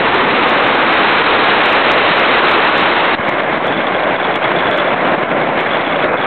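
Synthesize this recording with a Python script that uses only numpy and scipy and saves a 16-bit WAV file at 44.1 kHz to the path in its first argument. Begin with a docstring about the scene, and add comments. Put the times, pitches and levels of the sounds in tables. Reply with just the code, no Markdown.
"""Wind rushes over the bare microphone of a small camera in flight. First a fast low pass overdrives
the capsule. At 3.15 s, a cut to a calmer glide: two gusts thump the port, then a loose part rattles
thinly in the airflow. Throughout, the cavity behind the port howls, the level drops briefly at times
and shaved crests tick faintly. The camera's 8 kHz sampling dulls the sound."""
import sys
import numpy as np
from scipy import signal
from scipy.fft import irfft
from scipy.io import wavfile
from scipy.ndimage import uniform_filter1d

SR = 44100
rng = np.random.default_rng(int(sys.argv[2]) if len(sys.argv) > 2 else 0)


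def store_wav(level_fs):
    """Save 16-bit WAV to argv[1]."""
    pcm = np.round(np.clip(np.atleast_2d(level_fs), -1, 1) * 32767)
    wavfile.write(sys.argv[1], SR, pcm.T.astype(np.int16))


N = 276066

# wind spectra: (frequency [Hz], relative density [dB])
PASS_SPECTRUM = [(15, -52), (25, -16.5), (85, -23), (122, -10.5), (182, -11), (216, -4.5), (433, 0.5),
                 (620, -0.5), (675, -0.5), (1120, 0), (2350, -5), (3580, -12), (3900, -11.5), (5070, -42.5),
                 (8580, -120)]
GLIDE_SPECTRUM = [(15, -62.5), (25, -40), (65, -32), (105, -23), (157, -6.5), (211, -8.5), (343, -4),
                  (415, -5.5), (595, 0), (927, -6.5), (1010, -4), (1270, -8), (1600, -6.5), (1850, -10.5),
                  (2160, -9), (2780, -18), (3360, -20), (3900, -25.5), (5070, -54), (8580, -120)]
# wind envelopes: (time [s], buffeting [dB], relative hiss [dB], howl boost [dB])
PASS_ENVELOPE = [(0.0, -16, -3, -2.5), (0.7, -16, -1.4, 1), (1.2, -15.5, 0, -3), (1.75, -16, 1.3, 4),
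                 (2.0, -16, 0.5, 3.5), (2.4, -15.3, 0.5, 0.5), (2.8, -16, -0.6, 0), (3.15, -17.5, 0, 1)]
GLIDE_ENVELOPE = [(3.152, -19.5, -0.5, -1), (3.3, -18, -1, 1), (3.6, -17, -3.5, -1), (3.97, -18, -2.5, 0),
                  (4.1, -15.5, -2.5, 2), (4.2, -16.5, -2.5, -2), (4.6, -17, -2.5, -0.5),
                  (4.8, -17, -1.5, 2), (5.05, -15.5, -4, 1.5), (5.22, -17, -3.5, -0.5), (5.4, -18, -4, 1.5),
                  (5.67, -16.5, -2.5, 0), (5.82, -18.5, -2.5, -0.5), (6.08, -16, -2.5, 2.5),
                  (6.26, -18, -1.5, -2.5)]
# turbulence, pass then glide: (drive [dB], patchiness [dB], gust flicker [dB], flutter [dB])
TURBULENCE = [(1.5, 0.14, 0.72, 0.6), (0.43, 1.01, 0.98, 1.54)]
# hardest knocks of the loose part: (time [s], level [dB])
HARD_KNOCKS = [(3.681, -16.5), (3.7243, -17), (3.7461, -17), (3.775, -15), (3.869, -13.5), (3.947, -16),
               (4.1627, -18), (4.2428, -15), (4.341, -16.5), (4.3578, -15), (4.4417, -15), (4.564, -13),
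               (4.588, -14), (4.6543, -17), (4.6765, -17.5), (4.7144, -14), (4.787, -13.5), (4.8002, -12.5),
               (4.8882, -18.5), (5.59, -20), (5.671, -18.5), (5.712, -16), (5.7344, -22), (5.8887, -18.5),
               (5.9627, -16.5), (6.0248, -15.5), (6.1734, -18), (6.2261, -16.5)]
# spells of lighter rattling: (start [s], end [s])
RATTLE_SPELLS = [(3.62, 4.04), (4.2, 4.9), (5.66, 6.04), (6.16, 6.25)]
# gusts hitting the port: (time [s], level [dB], frequency [Hz])
PORT_GUSTS = [(3.192, -15, 167), (3.284, -9, 250)]
# sudden level drops: (time [s], depth [dB], recovery [s])
LEVEL_DROPS = [(1.225, 5.5, 0.018), (1.827, 6, .011), (2.143, 3, .017), (2.41, 4, .013), (2.702, 4, 0.019),
               (2.939, 5, .012), (3.152, 9.5, 0.026), (3.302, 5, 0.012), (3.583, 4.5, .027),
               (4.168, 5, 0.036), (4.377, 6.5, .032), (4.946, 5.5, 0.037), (5.155, 4, 0.026),
               (5.24, 4, .04), (5.616, 2, 0.033), (6.159, 5, 0.022)]
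# shaved crests: (time [s], treble peak [dB], width [ms])
SHAVED_CRESTS = [(0.1266, -48, .089), (0.1434, -34.5, .092), (0.4945, -31, 0.11), (0.6749, -37.5, .11),
                 (0.7532, -38, 0.1), (0.9373, -33.5, .08), (1.0909, -44, 0.081), (1.6573, -27, 0.091),
                 (1.701, -33, 0.091), (1.725, -30, .098), (1.7569, -42, .096), (1.9165, -25, .15),
                 (1.9659, -41, .079), (2.0924, -42, 0.081), (2.1735, -41, .12), (2.1957, -33, .19),
                 (2.383, -41, 0.07), (2.4902, -34, 0.095), (2.5118, -27.5, .053), (2.5795, -45, 0.088),
                 (2.7778, -33.5, .12), (2.8135, -32, 0.08), (3.0619, -43, .091), (3.2909, -30, .11),
                 (3.5768, -44, 0.085), (3.6704, -32, .097), (4.357, -29, .1), (4.7093, -34, .1),
                 (4.7745, -32, .1), (5.5563, -51, .12), (5.6072, -34, .091)]

HOWL_HZ, HOWL_WIDTH_OCT = 584, .25
THIN_HZ, THIN_WIDTH_OCT, THIN_DB_PER_DB = 190, .8, 1.1
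LULL_START_S, LULL_END_S, LULL_ABOVE_HZ, LULL_DB = 6.075, 6.16, 2650, -10
PUSH_LIMIT, PULL_LIMIT, KNEE_POWER, BASS_CUT_HZ = .64, .73, 3., 45
RING_HZ, RING_RISE_S, RING_T60_S = 3396, .00025, .028
LIGHT_PER_S, LIGHT_DB, LIGHT_SPREAD_DB, SLOT_S = 22, -18.5, 4.5, .02
DULL_TICKS_PER_TICK, DULL_TICK_UNDER_DB, DULL_TICK_SPREAD_DB = 2, 23, 16.5
DULL_TICK_MS, DULL_TICK_BEFORE_S, DULL_TICK_AFTER_S = .33, .018, .012
UP, DOWN = 441, 80  # SR * DOWN / UP = 8 kHz
CLIP_LOW, CLIP_HIGH, DC_OFFSET = -.67, .58, -.0072
SMOOTH_HZ, SMOOTH_WIDTH_HZ, BAND_LIMIT_HZ = 4059, 232, 15800


def wind(envelope, spectrum, turbulence):
    """Noise at the capsule: eddies make spectral patches, gusts flicker through all bands at once."""
    times_s, buffet_db, hiss_db, howl_db = np.transpose(envelope)
    drive_db, patchy_db, flicker_db, flutter_db = turbulence
    frames, hz = N // 256 + 5, np.fft.rfftfreq(1024, 1 / SR)
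    t = np.arange(frames) * 256 / SR
    real, imag, patches = rng.standard_normal((frames, 513, 3)).T
    patches = unit_rms(uniform_filter1d(uniform_filter1d(patches, size=12, axis=0), size=6, axis=1))
    flicker = unit_rms(uniform_filter1d(rng.standard_normal(frames), size=3))
    knots_hz, density_db = np.transpose(spectrum)
    shape = gain_of(np.interp(np.log(hz + 1), np.log(knots_hz + 1), density_db))
    treble = np.clip(np.log2((hz + 1) / 800) / 2.26, 0, 1.6)[:, None]  # higher hiss swings more
    thinning = THIN_DB_PER_DB * bell(hz, THIN_HZ, THIN_WIDTH_OCT)  # upper bass thins as hiss grows
    level_db = np.interp(t, times_s, buffet_db)
    level_db = level_db + (treble - thinning) * np.interp(t, times_s, hiss_db - hiss_db.mean())
    level_db += bell(hz, HOWL_HZ, HOWL_WIDTH_OCT) * np.interp(t, times_s, howl_db)  # port cavity
    level_db += LULL_DB * (hz > LULL_ABOVE_HZ)[:, None] * (t > LULL_START_S) * (t < LULL_END_S)
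    swirl_db = patchy_db * patches + flicker_db * (.39 + treble) * flicker
    spectra = (real + 1j * imag) * shape[:, None] * gain_of(swirl_db)
    low_band_rms = np.sqrt(np.mean(np.sum(abs(spectra[hz < 1200]) ** 2, axis=0)))
    spectra *= gain_of(level_db + drive_db) / low_band_rms
    pressure = 2 * signal.istft(spectra, nperseg=1024, noverlap=768)[1][:N]
    flutter = unit_rms(uniform_filter1d(uniform_filter1d(rng.standard_normal(N), size=160), size=160))
    pressure *= gain_of(flutter_db * flutter)  # small eddies pass within milliseconds
    now_s = np.arange(N) / SR
    return capsule(pressure) * (now_s >= times_s[0]) * (now_s <= times_s[-1] + .002)


def capsule(pressure):
    """The capsule saturates softly, sooner on pressure than on suction."""
    limit = np.where(pressure > 0, PUSH_LIMIT, PULL_LIMIT)
    return pressure / (1 + abs(pressure / limit) ** KNEE_POWER) ** (1 / KNEE_POWER)


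def drop_gain():
    """At each listed time the wind level falls at once and creeps back."""
    t, db = np.arange(N) / SR, np.zeros(N)
    for at_s, depth_db, recovery_s in LEVEL_DROPS:
        db -= (t >= at_s) * depth_db * np.exp(-(np.maximum(t - at_s, 0) / recovery_s) ** 2)
    return gain_of(db)


def rattle():
    """Each knock rings one short high mode of the loose part; light knocks fall at random in spells."""
    out, t = np.zeros(N), np.arange(2400) / SR
    slots_s = np.concatenate([np.arange(start_s, end_s, SLOT_S) for start_s, end_s in RATTLE_SPELLS])
    late, chance, size = rng.random((len(slots_s), 3)).T
    candidates = np.c_[slots_s + SLOT_S * late, LIGHT_DB + LIGHT_SPREAD_DB * (size - .5)]
    light_knocks = candidates[chance < SLOT_S * LIGHT_PER_S]
    draws = rng.random((len(HARD_KNOCKS) + len(slots_s), 2))
    for (at_s, db), (detune, phase) in zip([*HARD_KNOCKS, *light_knocks], draws):
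        ring = (1 - np.exp(-t / RING_RISE_S)) * gain_of(db - 60 * t / RING_T60_S)
        hz = RING_HZ * (1 + .035 * (detune - .5))
        add(out, at_s, ring * np.sin(2 * np.pi * (hz * t + phase)))
    return out


def gust_thumps():
    """Blunt pushes of air on the port: two cycles under a smooth window."""
    out = np.zeros(N)
    for at_s, db, hz in PORT_GUSTS:
        cycles = np.arange(0, 2, hz / SR)
        add(out, at_s, gain_of(db) * np.sin(2 * np.pi * cycles) * np.sin(np.pi * cycles / 2) ** 2)
    return out


def ticks():
    """The cap cut off a crest is a small parabola; only its sharp corners rise above the wind."""
    out, t = np.zeros(N), np.arange(-200, 200) / SR
    treble_fir = signal.firwin(201, [5500, 15000], pass_zero=False, fs=SR)
    pulses = [(at_s, db, np.maximum(1 - (t * 2000 / ms) ** 2, 0)) for at_s, db, ms in SHAVED_CRESTS]
    # fast pass only: faint dull ticks scattered just before and after each sharp tick
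    dull_pulse = np.exp(-10 * (t * 1000 / DULL_TICK_MS) ** 2)
    for at_s, db, _ in SHAVED_CRESTS:
        if at_s < GLIDE_ENVELOPE[0][0]:
            for when, size in rng.random((DULL_TICKS_PER_TICK, 2)):
                dull_s = at_s - DULL_TICK_BEFORE_S + (DULL_TICK_BEFORE_S + DULL_TICK_AFTER_S) * when
                dull_db = db - DULL_TICK_UNDER_DB + DULL_TICK_SPREAD_DB * (size - .5)
                pulses.append((dull_s, dull_db, dull_pulse))
    for at_s, db, pulse in pulses:
        treble_peak = abs(signal.hilbert(np.convolve(pulse, treble_fir, "same"))).max()
        add(out, at_s - .0032, gain_of(db) * pulse / treble_peak)
    return out


def gain_of(db):
    return 10 ** (np.asarray(db) / 20)


def unit_rms(x):
    return x / np.sqrt(np.mean(x ** 2) + 1e-20)


def bell(hz, centre_hz, width_oct):
    return np.exp(-(np.log2((hz + 1) / centre_hz) / width_oct) ** 2)[:, None]


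def add(mix, at_s, sound):
    part = mix[max(round(at_s * SR), 0):][:len(sound)]
    part += sound[:len(part)]


def scene():
    """Wind, bass-cut by the coupling from capsule to converter, plus rattle and thumps. Mono."""
    fast_pass = wind(PASS_ENVELOPE, PASS_SPECTRUM, TURBULENCE[0])
    glide = wind(GLIDE_ENVELOPE, GLIDE_SPECTRUM, TURBULENCE[1])
    air = signal.lfilter(*signal.butter(1, BASS_CUT_HZ, "high", fs=SR), fast_pass + glide)
    return (air * drop_gain() + rattle() + gust_thumps())[None]


def record(dry):
    """8 kHz sampling, hard clip, smoothing that leaves a mirror image above 4 kHz, ticks, band limit."""
    padded = np.pad(dry[0], (0, -N % UP + UP))
    sampled = np.clip(signal.resample(padded, len(padded) * DOWN // UP), CLIP_LOW, CLIP_HIGH)
    hz = np.fft.rfftfreq(len(padded), 1 / SR)
    # the spectrum repeats, mirrored, around the sampling rate
    images = np.fft.fft(sampled - sampled.mean())[np.arange(len(hz)) % len(sampled)]
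    past_edge = np.minimum((hz - SMOOTH_HZ) / SMOOTH_WIDTH_HZ, 9)
    smoothing = gain_of(-6 * np.log2(1 + np.exp(2 * past_edge)) ** 1.035)
    played = irfft(images * smoothing, len(padded))[:N] * UP / DOWN + DC_OFFSET + ticks()
    band_limit = signal.firwin(511, BAND_LIMIT_HZ, window=("kaiser", 9), fs=SR)
    return signal.oaconvolve(played, band_limit, "same")[None]


dry = scene()
out = record(dry)
store_wav(out)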